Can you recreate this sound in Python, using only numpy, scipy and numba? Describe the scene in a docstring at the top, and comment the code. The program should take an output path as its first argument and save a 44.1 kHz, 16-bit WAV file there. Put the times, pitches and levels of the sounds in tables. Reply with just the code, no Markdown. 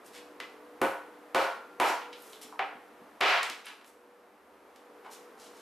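"""Chopping chicken in a kitchen

Two closely spaced microphones in a hard-walled kitchen, a fan humming underneath. A cleaver chops
through a raw chicken leg on a plastic board: each blow knocks the board, sets the room ringing and
draws a thin steel ring from the blade. Between blows wet meat squelches and gristle snaps.
The recorder's gain control flattens the blows and ducks after the heaviest."""
import sys
import numpy as np
from scipy import signal
from scipy.fft import rfft, irfft
from scipy.io import wavfile
from scipy.ndimage import uniform_filter1d, minimum_filter1d
from numba import njit

SR = 44100
rng = np.random.default_rng(int(sys.argv[2]) if len(sys.argv) > 2 else 0)


def generate_wav(signal):
    """Clip the signal to [-1, 1] and save it as 16-bit WAV at the path in sys.argv[1]."""
    frames = np.transpose(np.atleast_2d(signal))
    scaled = np.clip(frames, -1, 1) * 32767
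    pcm = np.round(scaled).astype(np.int16)
    wavfile.write(sys.argv[1], SR, pcm)


N = 247401
TIME = np.arange(N) / SR
FREQ = np.maximum(np.arange(N // 2 + 1) * SR / N, 1)

# The fan's rush of air. Each row: frequency in Hz, relative level in dB.
FAN_AIR = [(25, -50), (65, -19.5), (135, -25.5), (215, -4), (300, -2), (560, -1), (840, -2), (1200, -4),
           (1700, -9), (2400, -14.5), (3400, -21), (4800, -25), (7000, -28.5), (13000, -27)]
# The fan's hum. Each row: pitch in Hz, level in dB.
FAN_TONES = [(72, -88.5), (299, -66), (367, -72.5), (393, -69), (438, -65.5), (486, -61)]
# Stereo width of diffuse sound at the microphones. Each row: frequency in Hz, side against mid in dB.
STEREO_WIDTH = [(40, -8), (150, -12), (300, -21.5), (900, -11), (4000, -8), (8000, -8), (13000, -18)]
# The kitchen's decay. Each row: frequency in Hz, seconds to fall 60 dB.
ROOM_DECAY = [(100, 0.25), (300, 0.2), (800, .5), (2000, 0.5), (5000, 0.4573), (13000, 0.44)]
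# The colour of its reverberation. Each row: frequency in Hz, relative level in dB.
ROOM_COLOUR = [(100, -2), (300, 0), (800, 3), (2500, 2), (6000, 0), (13000, -2)]
# Short echoes between blade, board and worktop. Each row: delay in seconds, strength.
NEAR_ECHOES = [(.00031, 0.36), (.00083, 0.26), (.00157, .45)]
# Meat and glove sliding and peeling. Each row: start and length in seconds, level in dB, centre in Hz,
# width in octaves.
MEAT_SQUELCHES = [ (0.036, 0.062, -59.5, 8100, 5.6), (0.112, 0.09, -55.5, 2460, 1.2),
                  (1.821, 0.12, -48, 4860, 0.59), (2.115, 0.037, -53.5, 2920, 0.55),
                  (2.125, 0.3, -60, 10000, 3.5), (2.406, 0.043, -50.5, 4170, 1.45),
                  (3.636, 0.077, -47, 1480, 1), (3.84, 0.067, -60, 10100, 1),
                  (5.032, 0.046, -55.5, 900, 0.84), (5.095, 0.066, -55, 5200, 1.1),
                  (5.367, 0.13, -60.5, 4900, 0.85), (5.469, 0.28, -64.5, 4140, 1), ]
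# Gristle snapping. Each row: start in seconds, level in dB, centre in Hz, width in octaves.
GRISTLE_SNAPS = [(2.0153, -50.5, 2750, 0.31), (2.33, -51.5, 3580, 0.35), (3.4289, -32, 1950, 1.05),
                 (3.4969, -36, 2170, 1.07), (3.8116, -56, 1800, 0.7), (3.8432, -56, 1510, 1.2),
                 (4.7587, -57.5, 2800, 1.2)]
# Wet skin parting. Each row: start in seconds, level in dB, centre in Hz.
SKIN_TICKS = [(0.0609, -63, 7750), (2.22, -53.5, 12800), (2.413, -61, 10600), (3.4288, -50.5, 7850),
              (3.6557, -51.5, 10000)]
# Soft bumps and plops of the meat. Each row: start in seconds, level in dB, centre in Hz.
MEAT_BUMPS = [(2.445, -56.5, 233), (2.523, -46.5, 980), (2.751, -55.5, 232), (3.013, -55, 220),
              (3.498, -50.5, 312), (5.0595, -49.5, 890)]
# The steel blade. Each row: pitch in Hz, relative level in dB, seconds to fall 60 dB.
BLADE_MODES = [(1385, 2.5, 1.05), (1450, 5, 0.49), (2330, 1, 0.46), (4340, -7, 0.46), (4530, -19, 0.65)]
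# The board on the worktop. Each row: pitch in Hz, relative level in dB, seconds to fall 60 dB.
BOARD_MODES = [(94.7, -35, 0.51), (193, -26, 0.2), (322.5, -21.5, 0.43), (410.7, -20.5, 0.37),
               (540, -9, 0.27), (710, -17, 0.36), (966, -23, 0.38), (1200, -54, 0.18), (1380, -31, 0.37),
               (1485, -18, 0.19), (1817, -25, 0.081), (2770, -37, 0.2)]
# The knock of steel through meat on the board. Each row: frequency in Hz, relative level in dB.
KNOCK_SPECTRUM = [(30, -54), (65, -27), (90, -17), (130, -32), (210, -13), (310, 1), (600, 0), (900, 2),
                  (1700, -6), (3400, -15.5), (6700, -24.5), (13000, -27)]
# The centres in Hz of a blow's thud, knock, crack, snap and splat.
BLOW_BANDS_HZ = [200, 750, 2400, 4700, 10000]
# Cleaver blows. Each row: start in seconds, level in dB; thud, bone crack, edge snap, wet splat and
# board ring in relative dB; the struck spot's pitch in Hz and its relative level in dB.
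BLOWS = [ (0.4002, -40, 3, 18.5, 18, 11.5, -7, 2046, -7.5), (0.8150, -19, 5.5, 0, -6, 2, 0, 488, -20),
         (1.3464, -13.5, -4, 0.5, 0.5, -1.5, -0.5, 702, -16),
         (1.7990, -12, -2.5, 3.5, -0.5, 2.5, -14, 1006, -11), (1.8970, -37, 4, -3, 1, -10, -14, 976, -16),
         (2.5914, -27, -22.5, 8, -3, -16, -14, 777, -2), (3.205, -36.5, -24, -7, -8.5, 3, -19, 425, 5.5),
         (3.2095, -0.5, -5.5, 14.5, 12, 0, -12, 760, -9), ]


def undb(db):
    """Decibels to gain."""
    return 10 ** (np.asarray(db) / 20)


def along(points, hz):
    """Read (Hz, value) points on a log-frequency axis."""
    f, value = np.transpose(points)
    return np.interp(np.log(hz), np.log(f), value)


def unit(x):
    """Scale to an energy of one."""
    return x / np.sqrt(np.sum(x ** 2))


def add(track, start_s, sound, db):
    """Mix in a sound; db is the level of unit energy packed into a hundredth of a second."""
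    start = int(start_s * SR)
    part = sound[:N - start]
    track[start:start + len(part)] += part * undb(db) * np.sqrt(SR) / 10


def click(db_at, size=4096):
    """The causal, unit-energy click whose spectrum has the shape db_at(Hz)."""
    hz = np.maximum(np.arange(size // 2 + 1) * SR / size, 1)
    cepstrum = irfft(np.log(undb(db_at(hz))))
    cepstrum[1:size // 2] *= 2
    cepstrum[size // 2 + 1:] = 0
    return unit(irfft(np.exp(rfft(cepstrum))))


def pop(centre_hz, octaves):
    """A click with one broad resonance."""
    return click(lambda hz: -40 * np.log10(1 + (np.log2(hz / centre_hz) / (2 * octaves)) ** 2))


def ring(modes):
    """Decaying sines, each with the energy its dB gives; a mode radiates only near its own pitch."""
    t, out = TIME[:SR], 0
    for hz, db, t60 in modes:
        sine = np.sin(2 * np.pi * hz * t) * undb(-60 * t / t60)
        near_pitch = signal.butter(2, [hz / 2, hz * 2], "bandpass", fs=SR, output="sos")
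        out = out + undb(db) * unit(signal.sosfilt(near_pitch, sine))
    return out


def diffuse(spectrum_db):
    """Noise that reaches the pair of microphones from all sides."""
    side_db = spectrum_db + along(STEREO_WIDTH, FREQ)
    mid = irfft(rfft(rng.standard_normal(N)) * undb(spectrum_db), N)
    side = irfft(rfft(rng.standard_normal(N)) * undb(side_db), N)
    return np.array([mid + side, mid - side])


def fan(air_db=-54.5, tone_width_hz=1.83):
    """In the background, from all around: a steady rush of air with a few narrow, unsteady tones."""
    air = diffuse(along(FAN_AIR, FREQ))
    tone_power = 0
    for hz, db in FAN_TONES:
        peak = unit(np.exp(-np.abs(FREQ - hz) / tone_width_hz))
        tone_power += (undb(db) * peak) ** 2
    hum = diffuse(10 * np.log10(tone_power * len(FREQ) + 1e-18))
    return air / air.std() * undb(air_db) + hum


def flutter(count=6, trip_s=0.008, uneven_s=0.000396, first_db=-11.5, loss_db=0.5, dull_hz=3900):
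    """Frequency response of a few dull echoes between facing walls, nearly evenly spaced."""
    lags = trip_s * np.arange(1, count + 1) + uneven_s * rng.standard_normal(count)
    echoes = sum(undb(first_db - trip * loss_db) * np.exp(-2j * np.pi * FREQ * lag)
                 for trip, lag in enumerate(lags))
    return echoes / (1 + 1j * FREQ / dull_hz)


def kitchen(sound, gap_s=0.0027, build_s=0.0014, tail_db=-0.5):
    """From board to microphones: nearby surfaces smear the sound, the walls flutter and reverberate."""
    t, tail = TIME[:SR], 0
    noise = rfft(diffuse(along(ROOM_COLOUR, FREQ)))
    onset = 1 - np.exp(-np.maximum(t - gap_s, 0) / build_s)
    bands_hz, decays_s = np.transpose(ROOM_DECAY)
    for weights, t60 in zip(np.eye(len(bands_hz)), decays_s):
        band = along(list(zip(bands_hz, weights)), FREQ)
        fade = undb(-60 * t / t60)
        tail = tail + irfft(noise * band, N)[:, :SR] * unit(fade * onset)
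    smear = 1
    for lag_s, strength in NEAR_ECHOES:  # all-pass echoes spread a click without colouring it
        delay = np.exp(-2j * np.pi * FREQ * lag_s)
        feedback = np.tanh(strength)
        smear = smear * (feedback + delay) / (1 + feedback * delay)
    early = irfft(smear * (1 + flutter()), N)[:SR]
    return signal.fftconvolve(sound[None], early + undb(tail_db) * tail, axes=1)[:, :N]


def meat(pops_per_s=2500, spread_db=3.5):
    """Wet films tear in a swell of tiny pops of uneven size."""
    out = np.zeros(N)
    for start_s, length_s, db, centre_hz, octaves in MEAT_SQUELCHES:
        n = int(length_s * SR)
        sizes = rng.choice([-1, 1], SR) * undb(spread_db * rng.exponential(size=SR))
        tears = sizes * (rng.random(SR) < pops_per_s / SR)
        swell = np.sin(np.pi * np.arange(n) / n)
        squelch = signal.fftconvolve(tears[:n] * swell, pop(centre_hz, octaves))
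        add(out, start_s, unit(squelch) * np.sqrt(length_s) * 10, db)
    return out


def gristle():
    """Gristle snaps, wet skin ticks and the meat bumps on the board as it is worked loose."""
    out = np.zeros(N)
    for start_s, db, centre_hz, octaves in GRISTLE_SNAPS:
        add(out, start_s, pop(centre_hz, octaves), db)
    for start_s, db, centre_hz in SKIN_TICKS:
        add(out, start_s, pop(centre_hz, octaves=0.21), db)
    for start_s, db, centre_hz in MEAT_BUMPS:
        add(out, start_s, pop(centre_hz, octaves=0.31), db)
    return out


def blade(ring_db=-19, bone_grip=1.3):
    """The blade's thin steel ring after a blow; less when flesh cushions the edge or bone grips it."""
    out, steel = np.zeros(N), ring(BLADE_MODES)
    for start_s, db, _, crack, snap, *_ in BLOWS:
        cushion_db, grip_db = min(snap, 0), -bone_grip * max(crack, 0)
        add(out, start_s, steel, db + ring_db + cushion_db + grip_db)
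    return out


def cleaver(spot_t60=0.055, hollow_hz=400.3, hollow_db=-15, hollow_t60=0.13,
            scatter_db=2, thud_below_hz=250):
    """Each blow is a knock coloured by what the edge meets, the board's short hollow ring and its modes."""
    out = np.zeros(N)
    for start_s, db, thud, crack, snap, splat, board_db, spot_hz, spot_db in BLOWS:
        colour = list(zip(BLOW_BANDS_HZ, [thud, 0, crack, snap, splat]))
        knock = click(lambda hz: along(KNOCK_SPECTRUM, hz) + along(colour, hz))
        short_ring = ring([(spot_hz, spot_db, spot_t60), (hollow_hz, hollow_db, hollow_t60)])
        # every blow lands on another spot, so the board's modes get other shares
        shares_db = scatter_db * rng.standard_normal(len(BOARD_MODES))
        # only a heavy thud wakes the lowest modes
        board = ring([(hz, mode_db + share_db + thud * (hz < thud_below_hz), t60)
                      for (hz, mode_db, t60), share_db in zip(BOARD_MODES, shares_db)])
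        add(out, start_s, knock, db)
        add(out, start_s, short_ring, db)
        add(out, start_s, board, db + board_db)
    return out


def scene():
    """At the microphones: cleaver, gristle and meat through the room, the blade dry, the fan beneath."""
    return kitchen(cleaver() + gristle() + meat()) + blade() + fan()


def slow_gain(x, threshold_db=-20.5, hold_s=1.0, glide_s=0.84, depth_db=5):
    """After a long overload on the left microphone the gain glides down, waits and glides back."""
    rms = np.sqrt(np.abs(uniform_filter1d(x[0] ** 2, SR // 5)) + 1e-18)
    cut_db = np.clip(threshold_db - 20 * np.log10(rms), -depth_db, 0)
    hold, glide = int(hold_s * SR), int(glide_s * SR)
    held_db = minimum_filter1d(cut_db, hold, origin=(hold - 1) // 2, mode="constant")
    return undb(uniform_filter1d(held_db, glide, origin=(glide - 1) // 2, mode="constant"))


@njit
def follow(x, attack, release):
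    """Envelope that rises and falls at different speeds."""
    out, level = np.empty(len(x)), 0.
    for i in range(len(x)):
        level += (x[i] - level) * (attack if x[i] > level else release)
        out[i] = level
    return out


def limiter(x, ceiling_db=-16.5, attack_s=0.0001, release_s=0.011, ahead_s=0.00114):
    """Fast gain that holds the blows down and lets go while the room still rings."""
    envelope = follow(np.abs(x).max(axis=0), 1 / (1 + attack_s * SR), 1 / (1 + release_s * SR))
    ahead = np.interp(TIME + ahead_s, TIME, envelope)
    return (1 + (ahead / undb(ceiling_db)) ** 4) ** (-1 / 4)


def record(dry):
    """The recorder: slow gain control, limiter, rounding of the last spikes and a steep treble cut."""
    headroom, top_hz = 0.26, 13700
    levelled = dry * slow_gain(dry)
    limited = levelled * limiter(levelled)
    rounded = headroom * np.tanh(limited / headroom)
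    lowpass = signal.ellip(10, .2, 70, top_hz, fs=SR, output="sos")
    return signal.sosfilt(lowpass, rounded)


dry = scene()
out = record(dry)
generate_wav(out)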